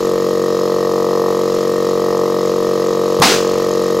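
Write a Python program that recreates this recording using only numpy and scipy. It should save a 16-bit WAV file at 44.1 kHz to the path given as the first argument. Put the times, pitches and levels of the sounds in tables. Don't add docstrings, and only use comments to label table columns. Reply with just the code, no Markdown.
import sys
import numpy as np
from scipy import signal
from scipy.fft import rfft, irfft
from scipy.io import wavfile

SR = 44100
rng = np.random.default_rng(int(sys.argv[2]) if len(sys.argv) > 2 else 0)


def dump(signal):
    limited = np.clip(np.atleast_2d(signal).T, -1, 1)
    pcm = np.round(limited * 32767).astype(np.int16)
    wavfile.write(sys.argv[1], SR, pcm)


N = 176400
T = np.arange(N) / SR

STROKE_HZ, FIRST_STROKE_S = 46.19, 0.0058
THUMP_S, SNAP_S, BANG_S = 3.1965, 3.2006, 3.2192
PUMP_WIDTH, BURST_WIDTH = 0.057, 0.21

# t/s, relative level/dB
AIRFLOW_LEVEL = [(0, 0.7), (1.35, -0.6), (1.6, 2.2), (1.95, -0.5), (2.4, 0), (2.6, .5), (3.1, 0.5),
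                 (3.6, 3.8), (4, 1.5)]


def amp(db):
    return 10 ** (np.asarray(db) / 20)


def unit(x):
    return x / np.sqrt(np.mean(x ** 2) + 1e-20)


def look_up(table, hz, column=1):
    columns = np.transpose(table)
    return np.interp(np.log(hz + 1), np.log(columns[0] + 1), columns[column])


def colour(x, spectrum):
    gain = amp(look_up(spectrum, np.fft.rfftfreq(N, 1 / SR)))
    return unit(irfft(rfft(x) * gain, N))


def noise(width):
    mid, side = rng.standard_normal((2, N))
    return unit(np.array([mid + width * side, mid - width * side]))


def wander(rate_hz):
    rolloff = 1 + (np.fft.rfftfreq(N, 1 / SR) / rate_hz) ** 4
    return unit(irfft(rfft(rng.standard_normal(N)) / rolloff, N))


def since_stroke(delay_s=0):
    return (T - FIRST_STROKE_S - delay_s) % (1 / STROKE_HZ)


def background():
    # f/Hz, relative level/dB
    air_spectrum = [(15, -32), (70, -31), (110, -11), (170, -15), (280, -1.5), (390, -1), (490, 6),
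                    (610, 4), (730, -12), (1000, -3.5), (1500, -19.5), (5000, -24), (15000, -35)]
    # f/Hz, relative level/dB
    rumble_spectrum = [(10, -10), (25, -19), (42, -3), (60, -18), (85, 10), (130, 3), (400, -42)]
    air = amp(-29) * colour(noise(width=0.46), air_spectrum)
    rumble = amp(-59) * colour(noise(width=1), rumble_spectrum)
    drone = amp(-51) * unit(np.sin(2 * np.pi * 41.2 * T) * np.array([[-0.3], [1]]))
    return air + rumble + drone


def piston_knock():
    # multiple of the stroke rate, relative level/dB
    harmonics = [(1, -55.5), (2, -28), (3, -16), (4, -10.5), (5, -11.5), (6, -20.5), (7, -6.5), (8, -4.5),
                 (9, -9.5), (10, 3), (11, -3), (12, -18.5), (13, -7), (14, -50.5), (15, -15), (16, -26),
                 (17, -23.5), (18, -21), (19, -21), (20, -25), (21, -21), (22, -18.5), (23, -17.5),
                 (24, -15), (25, -13.5), (26, -18.5), (27, -15), (28, -19.5), (29, -29), (30, -34),
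                 (31, -49), (32, -39), (33, -44), (34, -39), (35, -42), (36, -37), (37, -39), (38, -32),
                 (39, -33.5), (40, -26), (41, -42), (42, -28.5), (43, -43), (44, -38), (45, -55)]
    # f/Hz, width/Hz
    cavities = [(196, 30), (198, 443), (700, 530)]
    # t/s, level/dB
    mids_level = [(0, -0.5), (.45, -4.5), (.8, 1.7), (1.3, 5.5), (1.5, -4.5), (1.85, -1), (2.15, 4.5),
                  (2.55, -2.3), (3.1, 1), (3.6, 0.5), (4, -5.5)]
    order, db = np.transpose(harmonics)
    multiple = abs(np.fft.fftfreq(8192, 1 / SR)) / STROKE_HZ
    gain = amp(np.interp(multiple, np.r_[0, order, order[-1] + 10], np.r_[-50, db, -58]))
    spectrum = np.exp(np.conj(signal.hilbert(np.log(gain))))
    ring = np.fft.ifft(spectrum).real[:4096]
    for hz, width_hz in cavities:
        b, a = signal.iirpeak(hz, hz / width_hz, SR)
        ring = ring - 2 * signal.lfilter(b, a, ring)
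    times = np.arange(FIRST_STROKE_S - 0.0011, N / SR, 1 / STROKE_HZ)
    late, strength = rng.standard_normal((len(times), 2)).T
    starts = np.round((times + 20e-6 * late) * SR).astype(int)
    pushes = np.zeros(N)
    pushes[np.clip(starts, 0, N - 1)] = -1 - 0.011 * strength
    turbulence = 0.0095 * noise(PUMP_WIDTH) * np.exp(-since_stroke() / 0.0025)
    body = unit(signal.oaconvolve(pushes + turbulence, ring[None])[:, :N])
    mids = signal.sosfiltfilt(signal.butter(2, (667, 1090), "band", fs=SR, output="sos"), body)
    mids_gain = amp(np.interp(T, *np.transpose(mids_level)))
    return amp(-15) * (body + mids * (mids_gain - 1))


def pump_hiss():
    # f/Hz, relative level/dB
    spectrum = [(700, 5.5), (1300, 5.5), (1900, -5.5), (2400, -1), (3300, -0.5), (4200, 2.5), (5300, 2.5),
                (6800, -0.5), (8200, -13.5), (10000, -21), (15000, -23.5)]
    pulse = 1 + 0.95 * np.exp(-since_stroke() / 0.0013)
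    level_db = 0.73 * wander(6.2) + np.interp(T, *np.transpose(AIRFLOW_LEVEL))
    return amp(-34) * colour(noise(PUMP_WIDTH) * pulse * amp(level_db), spectrum)


def metal_whine():
    # f/Hz, level/dB, time to fade by 60 dB/s
    notes = [(1858, -42.5, 0.054), (3825, -48.5, 0.11), (4250, -48.5, 0.064), (5107, -46, 0.075),
             (6660, -51, 0.084), (10000, -68, .04), (11160, -57.5, 0.01), (11630, -53.5, 0.099),
             (12400, -53.5, 0.14), (13100, -55.5, 0.019)]
    age, whine = since_stroke(), np.zeros(N)
    for hz, db, fade_s in notes:
        tone = np.sin(2 * np.pi * hz * age + 0.31 * wander(14))
        fade = amp(-60 * age / fade_s + 2 * wander(3.3))
        whine += amp(db) * unit(tone * fade)
    return whine


def valve_puffs():
    # delay/s, decay time/s, level/dB, f/Hz, rough width/Hz
    puffs = [(.0072, 0.00074, -44, 6840, 1400), (0.0036, 0.0023, -47.5, 1950, 196),
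             (.0003, 0.0035, -49.5, 3185, 300), (0.0049, 0.0026, -46, 4370, 510),
             (0.0042, .004, -47.5, 5250, 340), (0.0039, 0.00081, -50.5, 11000, 5800)]
    valves = np.zeros((2, N))
    for delay_s, decay_s, db, hz, width_hz in puffs:
        level_db = 1.1 * wander(7.6) + np.interp(T, *np.transpose(AIRFLOW_LEVEL))
        air = noise(PUMP_WIDTH) * np.exp(-since_stroke(delay_s) / decay_s) * amp(level_db)
        b, a = signal.iirpeak(hz, hz / width_hz / 1.24, SR)
        valves += amp(db) * unit(signal.lfilter(b, a, signal.lfilter(b, a, air)))
    return valves


def bag_tear():
    thump_hz, length_s = 158, 0.0196
    age = np.clip(T - THUMP_S, 0, length_s)
    swell = np.sin(np.pi * (age / length_s) ** 0.51)
    thump = -amp(-10) * swell * np.cos(2 * np.pi * thump_hz * (age - 0.468 * length_s))
    snap_fade = (T >= SNAP_S) * np.exp(-np.maximum(T - SNAP_S, 0) / 0.0004)
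    return thump + amp(-9) * noise(BURST_WIDTH) * snap_fade


def bang():
    # f/Hz, relative level/dB, time to fade by 60 dB/s
    blast = [(40, -20, 0.32), (131, -11, 0.27), (290, 5, 0.23), (520, -11, 0.24), (840, 5, 0.18),
             (1180, 2.5, 0.16), (1500, -10, 0.39), (2100, -6, 0.25), (3050, -12.5, 0.34),
             (4760, -8.5, 0.36), (6900, -15.5, 0.41), (10000, -21, .3), (15500, -30.5, 0.33)]
    pulse_s = 0.0006
    progress = np.maximum(T - BANG_S, 0) / pulse_s
    wave = -amp(18) * (1 - progress) * np.exp(-progress)
    hz, t, bands = signal.stft(colour(noise(BURST_WIDTH), blast), SR, nperseg=512)
    fade_s = look_up(blast, hz, column=2)[:, None]
    fade = amp(-60 * np.maximum(t - BANG_S, 0) / fade_s)
    scatter = signal.istft(bands * fade, SR, nperseg=512)[1][:, :N]
    return (T >= BANG_S) * (wave + amp(9) * scatter * (1 - np.exp(-progress)))


def air_rush():
    # f/Hz, relative level/dB
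    spectrum = [(100, -10), (400, 10.5), (900, -1), (2000, -2), (3200, 0), (5000, -8.5), (7000, -13),
                (9000, -30), (12000, -27), (15500, -18)]
    peak_s, echo_fade_s = 0.041, 1.6
    age = np.maximum(T - BANG_S, 0)
    swell = age / peak_s * np.exp(1 - age / peak_s)
    flutter = colour(noise(BURST_WIDTH) * amp(2 * wander(270)), spectrum)
    echo_gain = (T >= BANG_S) * amp(-23.5 - 60 * age / echo_fade_s)
    return amp(-11) * swell * flutter + echo_gain * colour(noise(width=0.23), spectrum)


def scene():
    lean_left = amp([[0.65], [-0.65]])
    compressor = piston_knock() * lean_left + pump_hiss() + metal_whine() + valve_puffs()
    return compressor + background() + bag_tear() + bang() + air_rush()


def record(dry):
    limit_db, attack_s, release_db_per_s, cutoff_hz = 5, 0.00033, 109, 15800
    over_db = np.maximum(20 * np.log10(abs(dry).max(0) + 1e-9) - limit_db, 0)
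    recovery_db = release_db_per_s * T
    held_db = np.maximum.accumulate(over_db + recovery_db) - recovery_db
    smoothing = np.exp(-1 / (attack_s * SR))
    cut_db = signal.lfilter([1 - smoothing], [1, -smoothing], held_db)
    clipped = np.clip(dry * amp(-cut_db), -1, 1)
    lowpass = signal.firwin(511, cutoff_hz, window=("kaiser", 9), fs=SR)
    return signal.oaconvolve(clipped, lowpass[None], "same")


dry = scene()
out = record(dry)
dump(out)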